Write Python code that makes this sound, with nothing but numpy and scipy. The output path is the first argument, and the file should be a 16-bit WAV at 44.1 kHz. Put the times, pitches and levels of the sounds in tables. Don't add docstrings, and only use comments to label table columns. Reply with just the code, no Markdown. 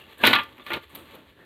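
import sys
import numpy as np
from scipy import signal
from scipy.fft import rfft, irfft, next_fast_len
from scipy.io import wavfile
from scipy.ndimage import map_coordinates

SR = 44100
rng = np.random.default_rng(int(sys.argv[2]) if len(sys.argv) > 2 else 0)


def wav_record(signal):
    frames = np.transpose(np.atleast_2d(signal))
    bounded = np.clip(frames, -1, 1)
    quanta = np.round(bounded * 32767).astype(np.int16)
    wavfile.write(sys.argv[1], SR, quanta)


N = 63945

# f/Hz, relative level/dB
CLATTER_COLOUR = [(150, -22.5), (450, -33), (720, -7), (900, 1), (1150, -2), (1300, -4.5), (1500, -3),
                  (2300, 1), (3000, -1.5), (4000, -0.5), (4500, -9), (5200, -19.5), (7000, -21),
                  (16000, -48)]


def amp(db):
    return 10 ** (np.asarray(db) / 20)


def unit(x):
    return x / np.sqrt(np.mean(x ** 2) + 1e-20)


def along(points, hz):
    freqs, values = np.transpose(points)
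    return np.interp(np.log(hz + 1), np.log(freqs + 1), values)


def filtered(x, response):
    size = next_fast_len(len(x) + 8192)
    return irfft(rfft(x, size) * response(np.fft.rfftfreq(size, 1 / SR)), size)[:len(x)]


def noise(colour, size, limit_hz=SR):
    white = rng.standard_normal(size)
    return unit(filtered(white, lambda hz: amp(along(colour, hz)) / np.sqrt(1 + (hz / limit_hz) ** 12)))


def fade(t, t60, rise_s=0.0004):
    return (1 - np.exp(-t / rise_s)) * amp(-60 * t / t60)


def add(track, start_s, sound):
    part = track[max(round(start_s * SR), 0):][:len(sound)]
    part += sound[:len(part)]


def ring(hz, t60, db, t):
    gains = amp(db + rng.normal(0, 1, len(hz))) * (-1) ** np.arange(len(hz))
    tones = np.sin(2 * np.pi * hz[:, None] * t)
    return gains @ (tones * fade(t, np.reshape(t60, (-1, 1)), rise_s=0.0011))


def tank_ring(place, t, t60=0.17, gain_db=-8.5):
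    # f/Hz, then relative level/dB for each kind of contact
    tones = [(340.9, -18.5, -35, -1, -3.5), (600.5, -9.5, -24, -13, -7), (896, -6.5, -7.5, -1, 2),
             (1118.6, -14.5, -3.5, -9, -11.5), (1191, -29, 3, -5, -9.5), (1409.3, -6.5, -5.5, 4, -9),
             (1488.3, 1.5, -8, -4, -9.5), (1713, -17, -8, -30, -8), (1763, -12.5, -3.5, -26, -6),
             (1995, -12, -5.5, -19, -28), (2170, -5.5, -18, -8.5, -20), (2570, -2.5, -7.5, -12, -13),
             (2995, -5.5, -11, -24, -28), (3240, -15, -8, -32, -9), (3425, -16.5, -6, -10, -6.5),
             (3890, -7, -19, -32, -17)]
    places = ["corner", "side", "base", "rubbed"]
    hz, *levels = np.transpose(tones)
    return ring(hz, t60, levels[places.index(place)] + gain_db, t)


def scrape(grit_per_s=380, grit_db=2, ring_db=-8):
    # t/s, rubbing level/dB, drone level/dB
    slide = [(0, -49, -55.5), (.05, -57, -57.5), (.135, -50, -56), (.168, -59, -65.5), (.21, -45.5, -42.5),
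             (.232, -36.5, -47), (0.292, -25.5, -34), (.40, -47, -43), (.45, -54.5, -54),
             (.55, -58.5, -57.5), (.61, -56.5, -56), (.655, -55.5, -66), (.69, -43.5, -50),
             (.765, -45.5, -35), (.805, -59.5, -58.5), (.838, -49, -61), (.865, -62, -78),
             (0.941, -53, -51), (0.976, -48.5, -46.5), (1.04, -56.5, -53), (1.11, -51.5, -57.5),
             (1.15, -51.5, -47.5), (1.24, -62, -58), (1.295, -58, -58.5), (1.349, -71, -64),
             (1.401, -62.5, -53.5), (1.45, -62.5, -56.5)]
    # f/Hz, relative level/dB
    rub_colour = [(100, -64), (400, 8), (750, -5.5), (1100, 7.5), (1400, -3.5), (1750, 2), (2100, 3),
                  (3500, 3), (4300, -4), (5300, -27), (7000, -17.5), (10000, -20.5), (13000, -9.5),
                  (16000, -28)]
    drone_colour = [(40, -17), (80, -5.5), (170, -5), (320, 0), (450, -6), (560, -3), (720, -12.5),
                    (1500, -13), (4000, -45)]
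    t = np.arange(N) / SR
    times, rub_db, drone_db = np.transpose(slide)
    grit = map_coordinates(rng.standard_normal(N), [t * grit_per_s])
    rub = unit(noise(rub_colour, N) * amp(grit_db * grit))
    singing = unit(signal.fftconvolve(rub, tank_ring("rubbed", t[:SR // 4]))[:N])
    drone = amp(np.interp(t, times, drone_db)) * noise(drone_colour, N)
    return amp(np.interp(t, times, rub_db)) * (rub + amp(ring_db) * singing) + drone


def room_air(level_db=-60):
    # f/Hz, relative level/dB
    colour = [(20, -7), (50, 1.5), (72, 9), (120, -1.5), (170, -16), (350, -4.5), (700, -35), (2000, -16),
              (4000, -18), (5300, -38.5), (13000, -31), (16000, -44)]
    return amp(level_db) * noise(colour, N)


def squeaks():
    # middle t/s, length/s, f/Hz, width/Hz, level/dB
    slips = [(.005, 0.076, 2810, 252, -51), (0.219, 0.059, 1665, 160, -42.5), (.62, 0.028, 3520, 150, -55),
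             (1.146, 0.053, 529, 68, -51.5), (1.417, 0.11, 1780, 350, -59.5)]
    out, t = np.zeros(N), np.arange(N) / SR
    for middle_s, length_s, centre_hz, width_hz, db in slips:
        white = rng.standard_normal(N)
        tone = unit(filtered(white, lambda hz: 1 / (1 + (2 * (hz - centre_hz) / width_hz) ** 2)))
        out += amp(db) * tone * np.exp(-(2 * (t - middle_s) / length_s) ** 2)
    return out


def garage_echo(sound, level_db=-21.5, delay_s=0.012):
    # f/Hz, fade time/s
    fade_times = [(100, 0.32), (1000, .42), (4000, 0.31), (14000, 0.39)]
    hz, t, bands = signal.stft(rng.standard_normal(SR // 2), SR, nperseg=256)
    tail = signal.istft(bands * amp(-60 * t / along(fade_times, hz)[:, None]), SR)[1]
    out = np.zeros(N)
    add(out, delay_s, signal.fftconvolve(sound, tail / np.linalg.norm(tail)))
    return amp(level_db) * out


def scratches():
    # t/s, level/dB, fade time/s
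    skids = [(0.179, -51, 0.093), (0.637, -63, .2), (0.892, -61.5, 0.28), (.962, -55, 0.38)]
    # f/Hz, relative level/dB
    colour = [(5000, -37), (7000, -11), (8800, 1.5), (10500, -4.5), (13000, 2), (16000, -12.5)]
    out, t = np.zeros(N), np.arange(SR // 3) / SR
    for start_s, db, t60 in skids:
        add(out, start_s, amp(db) * noise(colour, len(t)) * fade(t, t60, rise_s=0.0027))
    return out


def knocks(crack_db=-8):
    # t/s, clatter/dB, thud/dB, tick/dB, ring/dB, clatter's treble limit/Hz, place struck
    blows = [(0.2324, -30, -18, -44, -51, 3560, "corner"), (.2370, -12, -26, -33.5, -10.5, 3350, "corner"),
             (0.2462, -19, -25, -33, -29, 4150, "corner"), (.2520, -15.5, -23, -32.5, -15, 5600, "corner"),
             (0.2634, -15.5, -28, -26, -19, 4650, "corner"), (0.2694, -15, -32, -19, -23.5, 5100, "corner"),
             (.2750, -13.5, -17.5, -37, -17.5, 5050, "corner"),
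             (0.296, -43, -22.5, -48, -17.5, 4200, "corner"), (.3080, -22.5, -22, -57, -21, 4200, "corner"),
             (.3308, -12.5, -37, -29.5, -13, 4400, "side"), (.3355, -19, -58, -51, -29, 4160, "side"),
             (0.3514, -20, -33, -35.5, -15.5, 4760, "side"), (0.36, -20, -34, -55, -17, 3600, "side"),
             (.3860, -21, -37.5, -50, -29, 3330, "side"), (0.397, -29.5, -44, -66, -41, 3200, "side"),
             (.5800, -47.5, -47.5, -60, -54, 2980, "side"), (.5960, -49, -46, -77, -45, 3360, "side"),
             (0.6642, -37.5, -46.5, -47.5, -33.5, 4460, "side"), (0.679, -43, -64, -58, -40, 3560, "side"),
             (0.7033, -27, -32.5, -48.5, -27.5, 2780, "base"), (0.7178, -29, -31, -53, -21.5, 3160, "base"),
             (0.7331, -27.5, -59, -36.5, -67, 4070, "base"), (0.7372, -24.5, -31, -70, -48, 4070, "base"),
             (0.7504, -37.5, -49, -61, -40, 3820, "base"), (.7670, -35.5, -34, -52, -78, 4150, "base")]
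    # f/Hz, relative level/dB, fade time/s
    hollow = [(224, -8, .18), (268.7, -6.5, 0.128), (284, -22.5, 0.5)]
    # f/Hz, relative level/dB
    thud_colour = [(30, -43), (80, -21), (130, -7), (180, -19), (230, -4), (350, 4.5), (450, -4.5),
                   (580, 3), (720, -9), (1100, -4.5), (3000, -65)]
    tick_colour = [(500, -33), (3500, -9), (5500, -6.5), (8000, -7), (10500, -1), (13000, 4), (14500, 5),
                   (16000, -21)]
    out, t = np.zeros(N), np.arange(SR // 2) / SR
    low_hz, low_db, low_t60 = np.transpose(hollow)
    crack_shape = amp(crack_db) * fade(t, t60=0.0093)
    clatter_shape = crack_shape + fade(t, t60=0.091)
    for start_s, clatter_db, thud_db, tick_db, ring_db, limit_hz, place in blows:
        clatter = amp(clatter_db) * noise(CLATTER_COLOUR, len(t), limit_hz) * clatter_shape
        thud = noise(thud_colour, len(t)) * fade(t, t60=0.063, rise_s=0.0018)
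        if place != "base":
            thud += ring(low_hz, low_t60, low_db, t)
        tick = amp(tick_db) * noise(tick_colour, len(t)) * fade(t, t60=0.043)
        ringing = amp(ring_db) * tank_ring(place, t)
        add(out, start_s, clatter + ringing + amp(thud_db) * thud + tick)
    return out


def panel_boom(start_s=0.238):
    # f/Hz, level/dB, rise time/s, fade time/s
    panel = (115, -29, .05, .4)
    hz, db, rise_s, t60 = panel
    out, t = np.zeros(N), np.arange(SR) / SR
    add(out, start_s, amp(db) * np.sin(2 * np.pi * hz * t) * fade(t, t60, rise_s))
    return out


def fittings():
    # t/s, tick level/dB, sheet metal level/dB
    taps = [(0.433, -51, -38), (0.4371, -45.5, -46), (0.9495, -36.5, -39), (0.953, -30, -39),
            (0.959, -37, -41.5), (1.148, -50, -62), (1.1525, -45, -52)]
    # f/Hz, relative level/dB
    colour = [(2000, -32), (4000, -14), (6000, -40), (9000, -5), (11000, 4.5), (13000, 12), (15000, -4),
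              (16000, -11)]
    out, t = np.zeros(N), np.arange(SR // 4) / SR
    for start_s, tick_db, sheet_db in taps:
        tick = amp(tick_db) * noise(colour, len(t)) * fade(t, t60=0.018)
        rattle = amp(sheet_db) * noise(CLATTER_COLOUR, len(t)) * fade(t, t60=0.031)
        add(out, start_s, tick + rattle)
    return out


def scene():
    tank = knocks() + panel_boom() + fittings() + scratches() + scrape() + squeaks()
    return (tank + garage_echo(tank) + room_air())[None]


def record(dry, low_cut_hz=59, top_hz=16300):
    bass_cut = signal.butter(2, low_cut_hz, "highpass", fs=SR, output="sos")
    thinned = signal.sosfilt(bass_cut, dry[0])
    return filtered(thinned, lambda hz: hz < top_hz)[None]


dry = scene()
out = record(dry)
wav_record(out)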